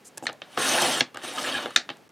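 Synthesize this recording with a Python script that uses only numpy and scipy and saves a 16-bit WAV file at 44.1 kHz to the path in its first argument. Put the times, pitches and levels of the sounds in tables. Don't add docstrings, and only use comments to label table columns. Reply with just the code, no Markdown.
import sys
import numpy as np
from scipy import signal
from scipy.fft import rfft, irfft
from scipy.io import wavfile
from scipy.ndimage import uniform_filter1d

SR = 44100
rng = np.random.default_rng(int(sys.argv[2]) if len(sys.argv) > 2 else 0)


def to_linear_factor(level_db):
    exponent = np.asarray(level_db, float) / 20
    return 10 ** exponent


def dump_mix(stems):
    frames = np.atleast_2d(stems).T
    limited = np.clip(frames, -1, 1)
    pcm = np.round(limited * 32767).astype(np.int16)
    wavfile.write(sys.argv[1], SR, pcm)


N = 93315
T = np.arange(N) / SR


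def unit(x):
    return x / np.sqrt(np.mean(x ** 2))


def reson(x, hz, width_hz):
    return signal.lfilter(*signal.iirpeak(hz, hz / width_hz, fs=SR), x)


def butter(x, order, hz, kind="low"):
    return signal.sosfilt(signal.butter(order, hz, kind, fs=SR, output="sos"), x)


def walk(rate_hz):
    hold = int(SR / rate_hz)
    steps = np.repeat(rng.standard_normal(N // hold + 1), hold)
    return unit(uniform_filter1d(steps, hold)[:N])


# f/Hz, density/dB per Hz
FLOOR_SPECTRUM = [(24, -62), (40, -18.5), (171, -2), (444, -3), (529, -5.5), (1520, -12.5), (2050, -13.5),
                  (2570, -15), (16000, -32)]


def room_tone():
    hz, db = np.array(FLOOR_SPECTRUM).T
    bins_hz = np.fft.rfftfreq(N, 1 / SR)
    gain = to_linear_factor(np.interp(np.log(bins_hz + 1), np.log(hz), db))
    noise = irfft(rfft(rng.standard_normal(N)) * gain, N)
    return unit(noise) * to_linear_factor(-56.5 + 1.1 * walk(8))


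# t/s, length/s, level/dB
SLIDES = [
    (0.046, 0.047, -47.5),
    (0.224, 0.04, -49),
]


def finger_slides():
    hz, width_hz, body_db = 7160, 4500, -19.5
    noise = rng.standard_normal(N)
    hiss = unit(reson(reson(np.gradient(noise), hz, width_hz), hz, width_hz))
    body = to_linear_factor(body_db) * unit(reson(noise, 500, 300))
    env = sum(to_linear_factor(db) * np.sin(np.pi * np.clip((T - s) / length, 0, 1)) ** 0.46
              for s, length, db in SLIDES)
    return (hiss + body) * env


def ring(modes, chance, push, longest_s):
    scatter_db, detune = 1.5, .012
    t = T[:SR // 4]
    y = 0
    for (hz, db, t60), c in zip(modes, chance):
        decay = to_linear_factor(-60 * t / np.clip(t60, .003, longest_s))
        swell = signal.fftconvolve(push, decay)[:len(t)]
        tone = np.sin(2 * np.pi * hz * (1 + detune * c[1]) * t + 3 * c[2])
        y = y + to_linear_factor(db + scatter_db * c[0]) * tone * swell
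    return y / np.abs(y).max()


def shudder(modes, noise, shape, tail_db, top_hz):
    t60_s, t60_slope, rise_s, q = 0.16, -0.31, .007, 2.2
    crack_db, crack_top_hz = -10.5, 6500
    t = T[:SR // 4]
    tail, crack = 0, 0
    for hz, db, _ in modes:
        band = unit(reson(reson(noise, hz, hz / q), hz, hz)) * to_linear_factor(db / 2)
        tail = tail + band * to_linear_factor(tail_db - 60 * t / (t60_s * (hz / 2000) ** t60_slope))
        crack = crack + band
    tail = butter(tail * np.clip(t / rise_s, 0, 1), 4, top_hz)
    crack = butter(crack * to_linear_factor(crack_db) * shape / shape.max(), 2, crack_top_hz)
    return (tail + crack) / np.sqrt(len(modes))


# f/Hz, level/dB, t60/s
BOARD = [(129, -7.5, 0.078), (247.4, -3.5, 0.11), (340, -0.5, 0.088), (487, 3, 0.034), (600, -0.5, 0.048),
         (714, 4, 0.035), (816, 1, 0.063)]


def hits(rows, modes, tail_db, top_hz=4260):
    tick_hz, tick_width_hz = 7460, 4100
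    out, t = np.zeros(N), T[:SR // 4]
    for s, db, thump_db, tick_db, rattle_ms in rows:
        u = t / (max(rattle_ms, .3) / 1000)
        shape = u ** .6 * np.exp(-u ** 4 * 1.5)
        noise, chance = rng.standard_normal((3, len(t))), rng.standard_normal((2, 14, 3))
        push = (shape * (1 + noise[0] ** 2))[:1024]
        part = ring(modes, chance[0], push, longest_s=.022)
        thump = ring(BOARD, chance[1], shape[:1024], longest_s=0.14)
        tick = reson(reson(shape * noise[1], tick_hz, tick_width_hz), tick_hz, tick_width_hz * 2)
        tick = tick / np.abs(tick).max()
        y = part + to_linear_factor(thump_db - 4.0) * thump + to_linear_factor(tick_db - 6.5) * tick
        y = y + shudder(modes, noise[2], shape, tail_db, top_hz)
        i = int(s * SR)
        out[i:i + len(y)] += to_linear_factor(db) * y[:N - i]
    return out


# f/Hz, level/dB, t60/s
FINGER_HITS = [
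    (.1733, -33.5, 1.5, 12, 3.2),
    (.1786, -33.5, -4, 17, 2.5),
    (.225, -37.5, 15, -13, 0.79),
    (.237, -39.5, 13, -16, 2),
    (.3206, -45.5, 9.5, -32, 1.1),
    (.3275, -48, 4, 15.5, 4.2),
    (1.9634, -52, -6, -11, 2.5),
    (1.9674, -53.5, -10, 9.5, 5.5),
    (2.0915, -53.5, -6, 15, 1.3),
]
FINGER = [(940, 16, 0.0036), (1655, 8, 0.011), (2660, 2, 0.014), (3410, -12, 0.014)]


def finger_taps():
    return hits(FINGER_HITS, FINGER, tail_db=-20.0)


BOUNCE_HITS = [
    (.2545, -28, -7, -40, 3.8),
    (.2897, -22.5, -9, -30, 1.3),
    (.294, -24, -4, -35, 4.3),
    (1.6575, -17.5, -5.5, -19, 3),
    (1.665, -29, -6, -37, 3.8),
]
BOUNCE = [(600, -1, 0.011), (880, -4.5, 0.0081), (1265, 1, 0.01), (1615, -4.5, 0.011), (2180, -3, 0.012),
          (2950, -5.5, 0.013), (3520, -7.5, 0.011)]


def bounces():
    return hits(BOUNCE_HITS, BOUNCE, tail_db=-27)


CLAMP_HITS = [
    (.267, -8.5, -24, -40, 2.46),
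    (.2735, -25, -8, -40, 3.5),
    (.2795, -26, -13, -40, 4),
]
CLAMP = [(850, -11.5, 0.015), (1767, 0.5, 0.017), (2200, -3.5, 0.0055), (2620, -4.5, 0.0088),
         (3262, -5.5, 0.0075), (3710, -3, .007), (4140, -1, 0.015), (5120, -17.5, 0.0068),
         (6030, -13, 0.0095)]


def rail_clamp():
    return hits(CLAMP_HITS, CLAMP, tail_db=-19)


# centre t/s, length/s, f/Hz, level/dB
CHATTER = [(0.665, 0.024, 1545, -31.5), (0.727, 0.061, 688, -29.5), (.755, 0.02, 706, -25),
           (0.776, 0.015, 680, -24.5), (0.788, 0.021, 1590, -27), (0.791, 0.021, 890, -28.5),
           (0.827, 0.032, 810, -24), (0.845, 0.023, 783, -25), (.895, 0.039, 664, -28),
           (0.736, 0.014, 2950, -28), (0.834, .02, 3225, -30.5), (0.853, 0.027, 2070, -33),
           (.975, .02, 1340, -36), (0.343, 0.056, 600, -52.5), (0.595, 0.028, 384, -29.5),
           (1.385, 0.018, 1216, -29), (1.384, 0.01, 3050, -31), (1.449, 0.013, 1620, -28.5),
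           (1.474, 0.032, 1480, -36), (1.493, 0.02, 3020, -32), (1.498, 0.011, 600, -34.5),
           (1.526, 0.0099, 3250, -30.5), (1.522, 0.012, 4460, -35), (1.547, 0.026, 1636, -29),
           (1.558, 0.026, 3060, -32.5), (1.584, 0.028, 1440, -33), (1.575, 0.021, 3700, -35.5)]


def chatter():
    out = np.zeros(N)
    for s, length, hz, db in CHATTER:
        env = np.exp(-((T - s) / (length / 2)) ** 2)
        tone = env * reson(rng.standard_normal(N), hz, 80)
        out += to_linear_factor(db) * tone * np.sqrt(np.sum(env ** 2) / np.sum(tone ** 2))
    return out


SETTLE_HITS = [
    (0.4178, -23, -12.5, -45, 1.67),
    (1.8909, -18.5, -12.5, -36, 0.78),
    (1.899, -24.5, -1, -45, 6.5),
]
SETTLE = [(676, -1, 0.0051), (1190, -2.5, 0.0066), (1590, -5, 0.0023), (1730, 1, 0.0054),
          (2250, -5.5, 0.011), (2680, -5.5, 0.011), (3064, -8, 0.019), (3150, -6, 0.012),
          (3700, -11, 0.021), (4200, -21.5, 0.0048)]


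def rail_settle():
    return hits(SETTLE_HITS, SETTLE, tail_db=-16.5)


# f/Hz, width/Hz, level/dB
DRAG = [(1093, 86, -5.5), (1154, 120, -2.5), (1450, 300, -3), (1764, 85, -3), (2095, 670, -3),
        (2560, 340, -1), (3060, 440, 1), (3794, 150, -5), (4285, 133, -9.5)]
HISS = [(4860, 3300, 5.5), (6500, 810, 6), (6850, 840, 1), (8700, 1040, 5), (9680, 930, 3),
        (10900, 2300, -1), (12630, 1400, -6.5)]
RUMBLE = [(149.3, 60, -13.5), (246.7, 34, -7.5), (347.6, 45, -4), (500, 96, -5), (623, 56, -3),
          (722, 65, -2.5), (867, 300, -0.5)]


def stroke(curve, bumps):
    grains_per_s, spread_db, flicker_db = 6500, 2.1, 1.9
    c = np.array(curve).T
    drag_db, hiss_db, rumble_db = [np.interp(T, c[0], row) for row in c[1:]]
    on = uniform_filter1d(((T > c[0, 0]) & (T < c[0, -1])) * 1., size=200)
    judder_db = sum(db * np.exp(-((T - s) / (length / 2)) ** 2) for s, length, db in bumps)
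    out, shared = 0, walk(60)
    layers = ((DRAG, judder_db),
              (HISS, hiss_db + 0.18 * judder_db),
              (RUMBLE, rumble_db + .5 * judder_db))
    for bands, db in layers:
        chance = rng.random((3, N))
        struck = (chance[0] < grains_per_s / SR) * np.sign(chance[1] - .5)
        grains = struck * to_linear_factor(-spread_db * np.log(1 - chance[2]))
        layer = 0
        for k, (hz, width_hz, band_db) in enumerate(bands):
            gain = to_linear_factor(band_db + flicker_db * walk(70))
            layer = layer + (-1) ** k * gain * unit(reson(grains, hz, width_hz))
        out = out + unit(layer) * to_linear_factor(db + 0.51 * shared)
    return out * on * to_linear_factor(drag_db)


# t/s, drag level/dB, blade hiss/dB rel, board rumble/dB rel
CUT = [(.43, -67, -9, 7), (.5, -58, -5.5, 2.5), (.565, -49, -4.5, -4.5), (.577, -35.5, -7, 8),
       (.592, -28, -4.5, -6.5), (.68, -27.5, 0.5, -4.5), (.8, -26.5, -2, -5), (.92, -28, -2.5, -2.5),
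       (1.006, -33, -4, -4)]


def cutting_stroke():
    return stroke(CUT, [])


CARRIAGE_HITS = [
    (.5737, -13, -1, -30, 3.4),
    (1.1437, -31.5, -3, -2, 4.9),
    (1.1562, -32.5, 4, -28, 5.9),
    (1.1707, -25.5, -5.5, -1, 3.2),
    (1.705, -33.5, -22, -3, 4.7),
]
CARRIAGE = [(1241, 4.5, 0.017), (1596, 7.5, 0.0076), (2180, -4, 0.0078), (2830, 0, 0.012),
            (3150, -14, 0.012), (3900, -11.5, 0.018)]


def carriage_knocks():
    return hits(CARRIAGE_HITS, CARRIAGE, tail_db=-15)


CATCH_HITS = [
    (.631, -24, -11, -12, 2.5),
    (.744, -17.5, -10, -12, 2.3),
    (.785, -13.5, -10, -16, 1.7),
    (.823, -24, 5, -17, 3.5),
    (1.383, -22.5, -26, -18, 2.1),
]
STOP = [(1177, -8, .007), (1650, -3.5, 0.011), (2090, -4, 0.0058), (2306, -5, 0.0053), (2750, -2.5, 0.0085),
        (3307, -3, 0.0079), (3700, -7.5, 0.0046), (4220, -4, 0.0077), (4900, -25, 0.0029),
        (5640, -10, .006)]


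def blade_catches():
    return hits(CATCH_HITS, STOP, tail_db=-35)


STOP_HITS = [
    (1.0058, -5, -11.5, -11, 4.5),
    (1.0125, -18, 0.5, -39, 3.7),
]


def end_stop():
    return hits(STOP_HITS, STOP, tail_db=-21.5, top_hz=7000)


# t/s, drag level/dB, blade hiss/dB rel, board rumble/dB rel
RETURN = [(1.18, -57, -1, 7), (1.215, -48.5, -10, -3), (1.24, -41.5, -0.5, -4), (1.35, -39.5, -4, -1),
          (1.43, -39, -0.5, 1), (1.55, -33.5, -10.5, -2.5), (1.63, -37, -12, -2.5), (1.69, -48, -12, 9),
          (1.755, -51, -3, -63)]
# t/s, length/s, gain/dB
JUDDER = [(1.249, 0.017, 7), (1.288, 0.023, 7.5), (1.394, 0.015, 5.5), (1.443, 0.0074, 6.5),
          (1.476, 0.032, 9), (1.526, .012, -1.5), (1.557, .014, -2), (1.586, 0.014, 1)]


def return_stroke():
    return stroke(RETURN, JUDDER)


RAIL_HITS = [
    (1.7605, -0.5, -23.5, -10, 3.47),
    (1.7725, -17, -9.5, -32, 4),
]
RAIL = [(850, -17, 0.0087), (1400, -13, 0.021), (1777, -1, 0.011), (2080, -15, 0.01), (2440, -3.5, 0.0074),
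        (3050, -9.5, .006), (3672, 5.5, 0.0068), (4250, -6, 0.008), (4906, -8, .006), (6020, -8.5, 0.01),
        (7530, -20.5, 0.0036)]


def rail_release():
    return hits(RAIL_HITS, RAIL, tail_db=-17, top_hz=7000)


def room(x):
    delay_s, level_db = 0.0018, -6.5
    t = T[:SR // 2]
    tail = 0
    for hz in 125 * 2. ** np.arange(7):
        t60_s = np.interp(np.log(hz), np.log([400, 2500, 10000]), [0.29, 0.095, 0.15])
        band = unit(reson(rng.standard_normal(len(t)), hz, hz / 0.54))
        tail = tail + band * np.sqrt(hz) * to_linear_factor(-60 * t / t60_s)
    tail = butter(tail, 1, 5000) * np.clip(t / delay_s - 1, 0, 1)
    return signal.fftconvolve(x, tail / np.sqrt(np.sum(tail ** 2)))[:N] * to_linear_factor(level_db)


def patchy(x):
    share, band_bins, hold_frames = .16, 24, 2
    z = signal.stft(x, nperseg=2048)[2]
    keep = rng.random((z.shape[0] // band_bins + 1, z.shape[1] // hold_frames + 1)) < share
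    keep = np.repeat(np.repeat(keep, band_bins, axis=0), hold_frames, axis=1)
    return signal.istft(z * keep[:z.shape[0], :z.shape[1]], nperseg=2048)[1][:N]


def lean(x):
    return to_linear_factor(-38) * butter(x, 2, 2100, "high") + to_linear_factor(-15.5) * np.gradient(x)


def scene():
    knocks = rail_release() + rail_settle() + end_stop() + carriage_knocks()
    knocks = knocks + finger_taps() + rail_clamp() + bounces() + blade_catches()
    rubs = cutting_stroke() + return_stroke() + finger_slides() + chatter()
    rubs = signal.sosfilt(signal.ellip(8, .3, 50, 15900, fs=SR, output="sos"), rubs)
    send = to_linear_factor(-15) * knocks + to_linear_factor(-7) * rubs
    mid = knocks + rubs + room(send) + room_tone()
    air = to_linear_factor(-9.5) * butter(room_tone(), 6, 2500)
    room_treble = to_linear_factor(-16) * butter(room(send), 2, 3800, "high")
    side = lean(knocks) * to_linear_factor(-5) + patchy(lean(rubs) + room_treble)
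    side = side + air + to_linear_factor(-63) * room(send)
    return np.array([mid + side, mid - side])


def band_limit(x):
    return signal.sosfilt(signal.butter(12, 16610, fs=SR, output="sos"), x)


def record(dry):
    gap_s, gap_width_s, fade_s = 2.0865, .0045, .004
    x = butter(dry, 3, 95, "high")
    x = x * (1 - np.exp(-((T - gap_s) / gap_width_s) ** 2))
    x = x * np.clip((T[-1] - T) / fade_s, 0, 1)
    x = butter(x, 4, 15500)
    return band_limit(x)


dry = scene()
out = record(dry)
dump_mix(out)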